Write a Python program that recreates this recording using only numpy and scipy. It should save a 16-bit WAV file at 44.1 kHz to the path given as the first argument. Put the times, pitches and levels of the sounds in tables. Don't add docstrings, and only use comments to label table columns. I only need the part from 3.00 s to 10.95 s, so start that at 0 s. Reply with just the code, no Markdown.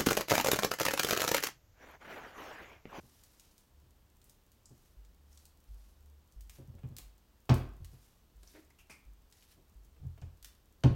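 import sys
import numpy as np
from scipy import signal
from scipy.fft import rfft, irfft
from scipy.io import wavfile
from scipy.ndimage import uniform_filter1d

SR = 44100
rng = np.random.default_rng(int(sys.argv[2]) if len(sys.argv) > 2 else 0)


def transcribe(u):
    v = np.clip(np.atleast_2d(u).T, -1, 1)
    q = np.round(v * 32767).astype(np.int16)
    wavfile.write(sys.argv[1], SR, q)


N = 350595

# [first touch t/s, weight level/dB, base softness corner f/Hz,
# slap level/dB, base slap corner f/Hz, stretch of the touchdown delays/x]
LANDINGS = [(4.492, -14.5, 253, -24.5, 2150, 1.02), (7.8359, -13.5, 330, -27.5, 1210, .96)]
# [delay before stretch t/s, weight re landing/dB,
# firmness/x softness corner, slap re landing/dB, slap fade t/s, brightness/x slap corner]
TOUCHDOWN = [(.0003, -29.5, 6, -2, 0.0053, 1.9), (.0074, 0, 0.98, 0, 0.0057, 0.63),
             (0.014, -22, 8, -0.5, 0.0048, 0.35), (.023, -11, 0.77, -5.5, .012, 0.72)]
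# [t/s, level/dB, softness corner f/Hz, pat level/dB]
STEPS = [(.031, -56, 280, -64.5), (0.829, -51, 102, -75), (1.706, -52, 387, -69),
         (3.584, -47.5, 463, -55.5), (3.606, -47, 138, -68), (3.681, -38, 123, -62.5),
         (3.738, -37, 85, -60), (3.838, -33.5, 172, -56), (3.906, -41.5, 184, -61.5),
         (4.534, -26.5, 114, -48), (4.803, -28.5, 80, -64), (4.93, -48, 158, -62.5),
         (6.571, -60, 360, -64.5), (6.999, -31.5, 69.5, -74), (7.028, -44, 207, -63),
         (7.05, -27, 106, -69.5), (7.219, -28, 92.6, -56.5), (7.909, -20, 164, -49)]
PAT_FADE_S, PAT_DULL_HZ = 0.025, 530
# [f/Hz, level/dB, t60/s, build-up t/s]
FLOOR_MODES = [(34.1, -15.5, 0.21, 0.0082), (49.63, -20.5, 0.89, 0.016), (68.4, -42, .28, 0.0079),
               (84.3, -6, 0.32, 0.009), (120.1, -19.5, 0.45, 0.0093), (127.7, -0.5, 0.25, 0.011),
               (136.5, 11.5, 0.082, 0.029), (161.4, -6, 0.1, 0.0032), (235.3, -6.5, 0.23, 0.0045),
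               (288, -4, 0.14, 0.0045), (319.4, -11.5, 0.069, 0.0045), (347, -10.5, 0.24, 0.0063),
               (403, -5, 0.086, .005), (469, -31, 0.063, 0.0022), (543, -3, 0.15, 0.003),
               (639, -17, 0.057, 0.0027), (867, 2, 0.044, .003), (872, -3, 0.15, 0.0016),
               (930, -20.5, 0.28, .003), (1074, -13, 0.49, 0.0025), (1113, -21, 0.216, 0.0015),
               (1455, -13, .2, 0.0018), (1670, -25, .25, .002), (2570, -44, .22, .001)]
# [f/Hz, relative level/dB]
SLAP_COLOUR = [(60, -49.5), (150, 5), (280, 5.5), (430, 1), (700, -1.5), (1100, -4.5), (1400, -7),
               (1650, -6.5), (1900, -11), (2550, -5.5), (3300, -9), (4500, -23.5), (8000, -24),
               (16000, -12)]
# [t/s, level/dB]
SKIDS = [(3.784, -60.5), (3.832, -56), (3.985, -54), (5.429, -60), (5.896, -52), (6.963, -64),
         (7.176, -58.5), (7.218, -53.5)]
SKID_FADE_S, SKID_DULL_HZ = 0.0083, 3400
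# [t/s, level/dB, centre of bright region f/Hz, width/octaves]
TICKS = [(.236, -49, 8000, 1.3), (.397, -48, 6200, 1.05), (0.58, -51.5, 7860, 0.95),
         (1.216, -57.5, 6030, 1.3), (1.242, -54, 11100, .7), (1.296, -50.5, 8250, .85),
         (1.518, -56, 11600, 1.5), (1.657, -48, 6960, 0.37), (2.049, -58.5, 6500, 1.5),
         (2.329, -57.5, 6000, 0.23), (2.374, -50, 6200, 0.79), (2.454, -48.5, 7900, 0.95),
         (3.323, -59, 7300, .7), (3.408, -49, 10700, 1.5), (3.496, -43.5, 7000, 2.6),
         (3.966, -39, 7500, 1.6), (3.985, -37.5, 8550, 1.7), (4.4943, -46, 2600, .7),
         (4.4952, -31, 4830, 0.35), (4.512, -46, 5000, 0.49), (4.542, -35, 11000, 1.3),
         (4.846, -46, 6400, 1.7), (5.432, -53.5, 6170, 0.94), (5.475, -52, 5560, .22),
         (6.325, -53, 5200, 1.1), (6.424, -55.5, 3520, 0.62), (7.216, -56, 5700, 0.55),
         (7.427, -47, 7040, 1.4), (7.4455, -38, 8000, 2.2), (7.8364, -32.5, 3910, 0.62)]
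TICK_FADE_S, DRAG_DB, DRAG_FADE_S = 0.0018, -20.5, 0.0053
TICK_RING_HZ, TICK_RING_OCTAVES, TICK_RING_DB = 1970, 0.12, -12
# [middle t/s, level/dB, half length t/s]
RUBS = [(.14, -70.5, 0.25), (0.458, -73, .1), (1.29, -74, 0.036), (1.826, -75, .09), (2.38, -72.5, 0.075),
        (2.818, -75, 0.11), (3.553, -65.5, 0.033), (5.003, -72, .12), (5.526, -67, 0.071),
        (6.398, -69.5, 0.053), (6.516, -67.5, 0.024)]
# [f/Hz, relative level/dB]
RUB_COLOUR = [(200, -14.5), (900, -8.5), (2000, -8), (3300, -7.5), (5800, -4), (8000, -8.5), (10500, -5),
              (13000, -7), (16000, -15.5)]
# [t/s, level/dB, pitch f/Hz, fade t/s]
SQUEAKS = [(5.704, -60, 2080, 0.0042), (5.785, -59.5, 2660, 0.024), (5.896, -50.5, 2310, 0.032)]
# [multiple of pitch/x, level/dB, width/pitch]
SQUEAK_BANDS = [(.49, -12, 0.13), (1, -2, 0.077), (1.02, -8.5, 0.26), (2.25, -9.5, .35), (3.9, -7, 1.1)]
# [t/s, level/dB, pitch f/Hz]
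GRUNT = [(5.538, -69, 274.5), (5.552, -55, 305.5), (5.564, -57.5, 311), (5.598, -61, 310),
         (5.612, -87, 297)]
# [f/Hz, relative level/dB]
NOSE = [(150, -15), (310, 0), (600, -6), (1200, -16), (1900, -7), (2400, -12), (2900, -18), (4500, -22),
        (12000, -44)]
# [f/Hz, t60/s]
HALL = [(150, 0.5), (500, 0.42), (1300, 0.5), (3500, 0.41), (7000, 0.3), (14000, 0.3)]
# [t/s, level/dB]
FAR_STEPS = [(1.967, -45.5), (2.687, -40), (3.362, -40.5), (4.015, -45.5), (4.665, -39.5), (5.354, -49),
             (6.058, -46), (6.752, -46.5), (7.421, -54.5)]
FAR_FLOOR_DB, FAR_SOFT_HZ, FAR_REF_DB, FAR_OCTAVES_PER_DB = 3, 50.5, -46, 0.0561
# [f/Hz, relative level per Hz/dB]
AIR = [(12, -52), (20, -10), (32, -4.5), (74, -9), (150, -17), (204, -17.5), (248, -21), (337, -21.5),
       (660, -27.5), (976, -28), (2260, -36), (2910, -34), (10500, -40.5), (12800, -37), (16000, -39)]
AIR_DB = -67
# [t/s, level/dB]
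DRONE = [(0, -63.5), (.5, -77), (.75, -61), (1.049, -76.5), (2.6, -69), (2.95, -65), (3.3, -59),
         (3.6, -74.5), (7.95, -67)]
CUT_HZ = 16050


def landings():
    boom, pads = np.zeros((2, N))
    for s, weight_db, soft_hz, slap_db, dull_hz, stretch in LANDINGS:
        for delay, share_db, firmness, pad_db, fade, bright in TOUCHDOWN:
            touch_s = s + stretch * delay
            add(boom, touch_s, amp(weight_db + share_db) * thud(soft_hz * firmness))
            add(pads, touch_s, amp(slap_db + pad_db) * slap(fade, dull_hz * bright))
    return np.array([boom, pads])


def steps():
    boom, pats = np.zeros((2, N))
    for s, db, soft_hz, pat_db in STEPS:
        add(boom, s, amp(db) * thud(soft_hz))
        add(pats, s, amp(pat_db) * slap(PAT_FADE_S, PAT_DULL_HZ))
    return np.array([boom, pats])


def thud(soft_hz, steepness=4.16):
    t = np.arange(SR) / SR
    hz, db, t60, rise = np.transpose(FLOOR_MODES)[:, :, None]
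    envelope = amp(db - 60 * t / t60) * (1 - np.exp(-t / rise))
    rings = envelope * np.sin(2 * np.pi * hz * t)
    force = 1 / np.sqrt(1 + (hz / soft_hz) ** (2 * steepness))
    return (rings * force).sum(axis=0)


def slap(fade, dull_hz, steepness=1.48):
    def tone(f):
        return read(SLAP_COLOUR, f) - 10 * np.log10(1 + (f / dull_hz) ** (2 * steepness))
    return colour(burst(fade), tone)


def skids():
    out = np.zeros(N)
    for s, db in SKIDS:
        add(out, s, amp(db) * slap(SKID_FADE_S, SKID_DULL_HZ))
    return out


def ticks(skirt_db=-32, low_hz=900):
    out = np.zeros(N)
    for s, db, hz, octaves in TICKS:
        def tone(f):
            bright = hump(f, hz, octaves) / np.sqrt(1 + f / hz) + amp(skirt_db)
            ring = 1 + amp(TICK_RING_DB) * hump(f, TICK_RING_HZ, TICK_RING_OCTAVES)
            bass_loss = (f + 1) / np.hypot(f, low_hz)
            return 20 * np.log10(bright * ring * bass_loss)
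        contact = burst(TICK_FADE_S) + amp(DRAG_DB) * burst(DRAG_FADE_S)
        add(out, s, amp(db) * colour(contact, tone))
    return out


def rubs(snaps_per_s=600, snap_db=1.5, hiss=1.6, flutter_db=1.9):
    t = np.arange(N) / SR
    power = sum(amp(db) ** 2 * np.exp(-((t - s) / half) ** 2) for s, db, half in RUBS)
    motion = np.sqrt(power)
    clumps = amp(flutter_db * unit(uniform_filter1d(rng.standard_normal(N), size=600)))
    crease_hz = np.linspace(2500, 15000, num=10)
    snaps = np.zeros(N)
    for hz in crease_hz:
        struck = rng.random(N) < snaps_per_s / len(crease_hz) / SR
        sizes = amp(snap_db * np.minimum(rng.exponential(1, N), 3)) * struck
        snap = np.exp(-t[:300] / 0.0002) * np.sin(2 * np.pi * hz * t[:300])
        snaps += signal.oaconvolve(sizes, snap)[:N]
    cloth = clumps * (unit(snaps) + hiss * rng.standard_normal(N))
    return motion * unit(colour(cloth, lambda f: read(RUB_COLOUR, f)))


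def settling(per_s=14, db=-70, low_hz=6000):
    sizes = rng.uniform(.3, 3.2, N) * (rng.random(N) < per_s / SR)
    snap = colour(burst(0.0022), lambda f: -10 * np.log10(1 + (low_hz / (f + 1)) ** 4))
    return amp(db) * signal.oaconvolve(sizes, snap)[:N]


def squeaks():
    out = np.zeros(N)
    for s, db, hz, fade in SQUEAKS:
        for multiple, band_db, width in SQUEAK_BANDS:
            def peak(f):
                return -10 * np.log10(1 + ((f / hz - multiple) / width) ** 4)
            add(out, s, amp(db + band_db) * colour(burst(fade), peak))
    return out


def grunt(rough=0.87, slope_db=-5):
    s, db, hz = np.transpose(GRUNT)
    t = np.arange(s[0], s[-1], 1 / SR)
    turns = np.cumsum(np.interp(t, s, hz)) / SR
    k = np.arange(1, 11)
    harmonic_amp = amp(read(NOSE, k * hz.mean()) + slope_db * np.log2(k))
    hum = harmonic_amp @ np.sin(2 * np.pi * np.outer(k, turns))
    puffs = colour(rng.standard_normal(len(t)) * (1 - turns % 1), lambda f: read(NOSE, f))
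    voice = unit(unit(hum) + rough * unit(puffs))
    out = np.zeros(N)
    add(out, s[0], amp(np.interp(t, s, db)) * voice)
    return out


def hallway(x, count=5):
    turn = np.arange(N) / SR * 90
    out = np.zeros(N)
    for k in range(count):
        away = np.minimum(abs((turn - k) % count - count / 2), 1)
        out += signal.fftconvolve(x * np.cos(np.pi / 2 * away), echo_tail())[:N]
    return out


def echo_tail(build=0.00079, early=0.025):
    age = np.arange(SR) / SR
    density = np.clip((age / early) ** 2 / 10, .01, 1)
    taps = rng.choice([-1, 1], SR) * (rng.random(SR) < density) / np.sqrt(density)
    swell = 1 - np.exp(-(age / build) ** 2)
    hz, t, bands = signal.stft(taps * swell, SR, nperseg=256)
    decay = amp(-60 * t / read(HALL, hz)[:, None])
    tail = signal.istft(bands * decay, SR, nperseg=256)[1]
    return tail / np.linalg.norm(tail)


def far_steps(boom_hz=49.05, t60=0.55, rise=0.011):
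    t, out = np.arange(SR) / SR, np.zeros(N)
    envelope = amp(-60 * t / t60) * (1 - np.exp(-t / rise))
    boom = envelope * np.sin(2 * np.pi * boom_hz * t)
    for s, db in FAR_STEPS:
        soft_hz = FAR_SOFT_HZ * 2 ** (FAR_OCTAVES_PER_DB * (db - FAR_REF_DB))
        add(out, s, amp(db) * (boom + amp(FAR_FLOOR_DB) * thud(soft_hz)))
    return out


def air(drone_hz=71, drone_width_hz=3):
    f = np.fft.rfftfreq(N, 1 / SR)
    hiss = irfft(rfft(rng.standard_normal(N)) * amp(read(AIR, f)), N)
    drone_band = np.exp(-((f - drone_hz) / drone_width_hz) ** 2)
    drone = irfft(rfft(rng.standard_normal(N)) * drone_band, N)
    drone_db = np.interp(np.arange(N) / SR, *np.transpose(DRONE))
    return amp(AIR_DB) * unit(hiss) + amp(drone_db) * unit(drone)


def burst(fade, grit_db=4, onset_share=0.1, evenness=0.56, size=12000):
    t = np.arange(size) / SR
    shape = np.exp(-t / fade) * (1 - np.exp(-t / (fade * onset_share)))
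    roughness = unit(uniform_filter1d(rng.standard_normal(size), size=20))
    grit = amp(grit_db * np.clip(roughness, -2, 2))
    noise = rng.standard_normal(size) * grit * shape
    power_db = 10 * np.log10(uniform_filter1d(abs(rfft(noise)) ** 2, size=100) + 1e-12)
    noise_hz = np.fft.rfftfreq(size, 1 / SR)
    even = colour(noise, lambda f: -evenness * np.interp(f, noise_hz, power_db))
    return unit(even) * np.sqrt(np.mean(shape ** 2))


def colour(x, curve, size=4096):
    db = np.maximum(curve(abs(np.fft.fftfreq(size, 1 / SR))), -100)
    spectrum = np.exp(np.conj(signal.hilbert(np.log(amp(db)))))
    taps = np.fft.ifft(spectrum).real[:size // 2]
    return signal.oaconvolve(x, taps / np.linalg.norm(taps))[:len(x)]


def hump(f, hz, octaves):
    return np.exp(-(np.log2((f + 1) / hz) / octaves) ** 2 / 2)


def read(points, hz):
    f, value = np.transpose(points)
    return np.interp(np.log(hz + 1), np.log(f + 1), value)


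def amp(db):
    return 10 ** (np.asarray(db) / 20)


def unit(x):
    return x / np.sqrt(np.mean(x ** 2) + 1e-20)


def add(mix, s, sound):
    part = mix[max(round(s * SR), 0):][:len(sound)]
    part += sound[:len(part)]


def scene(slap_room_db=-2.5, tick_room_db=-1, small_room_db=-6):
    boom, pads = landings() + steps()
    pads = pads + skids()
    claws = ticks()
    small = rubs() + settling() + squeaks() + grunt()
    echo = hallway(amp(slap_room_db) * pads + amp(tick_room_db) * claws + amp(small_room_db) * small)
    return (boom + pads + claws + small + echo + far_steps() + air())[None]


def record(dry, dip_hz=10500, dip_width_hz=800, dip_db=-3):
    f = np.fft.rfftfreq(2 * N, 1 / SR)
    dip = amp(dip_db * np.exp(-((f - dip_hz) / dip_width_hz) ** 2))
    heard = irfft(rfft(dry, 2 * N) * dip)[:, :N]
    band_limit = signal.firwin(511, CUT_HZ, window=("kaiser", 9), fs=SR)
    return signal.oaconvolve(heard, band_limit[None], "same")


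dry = scene()
out = record(dry)
transcribe(out)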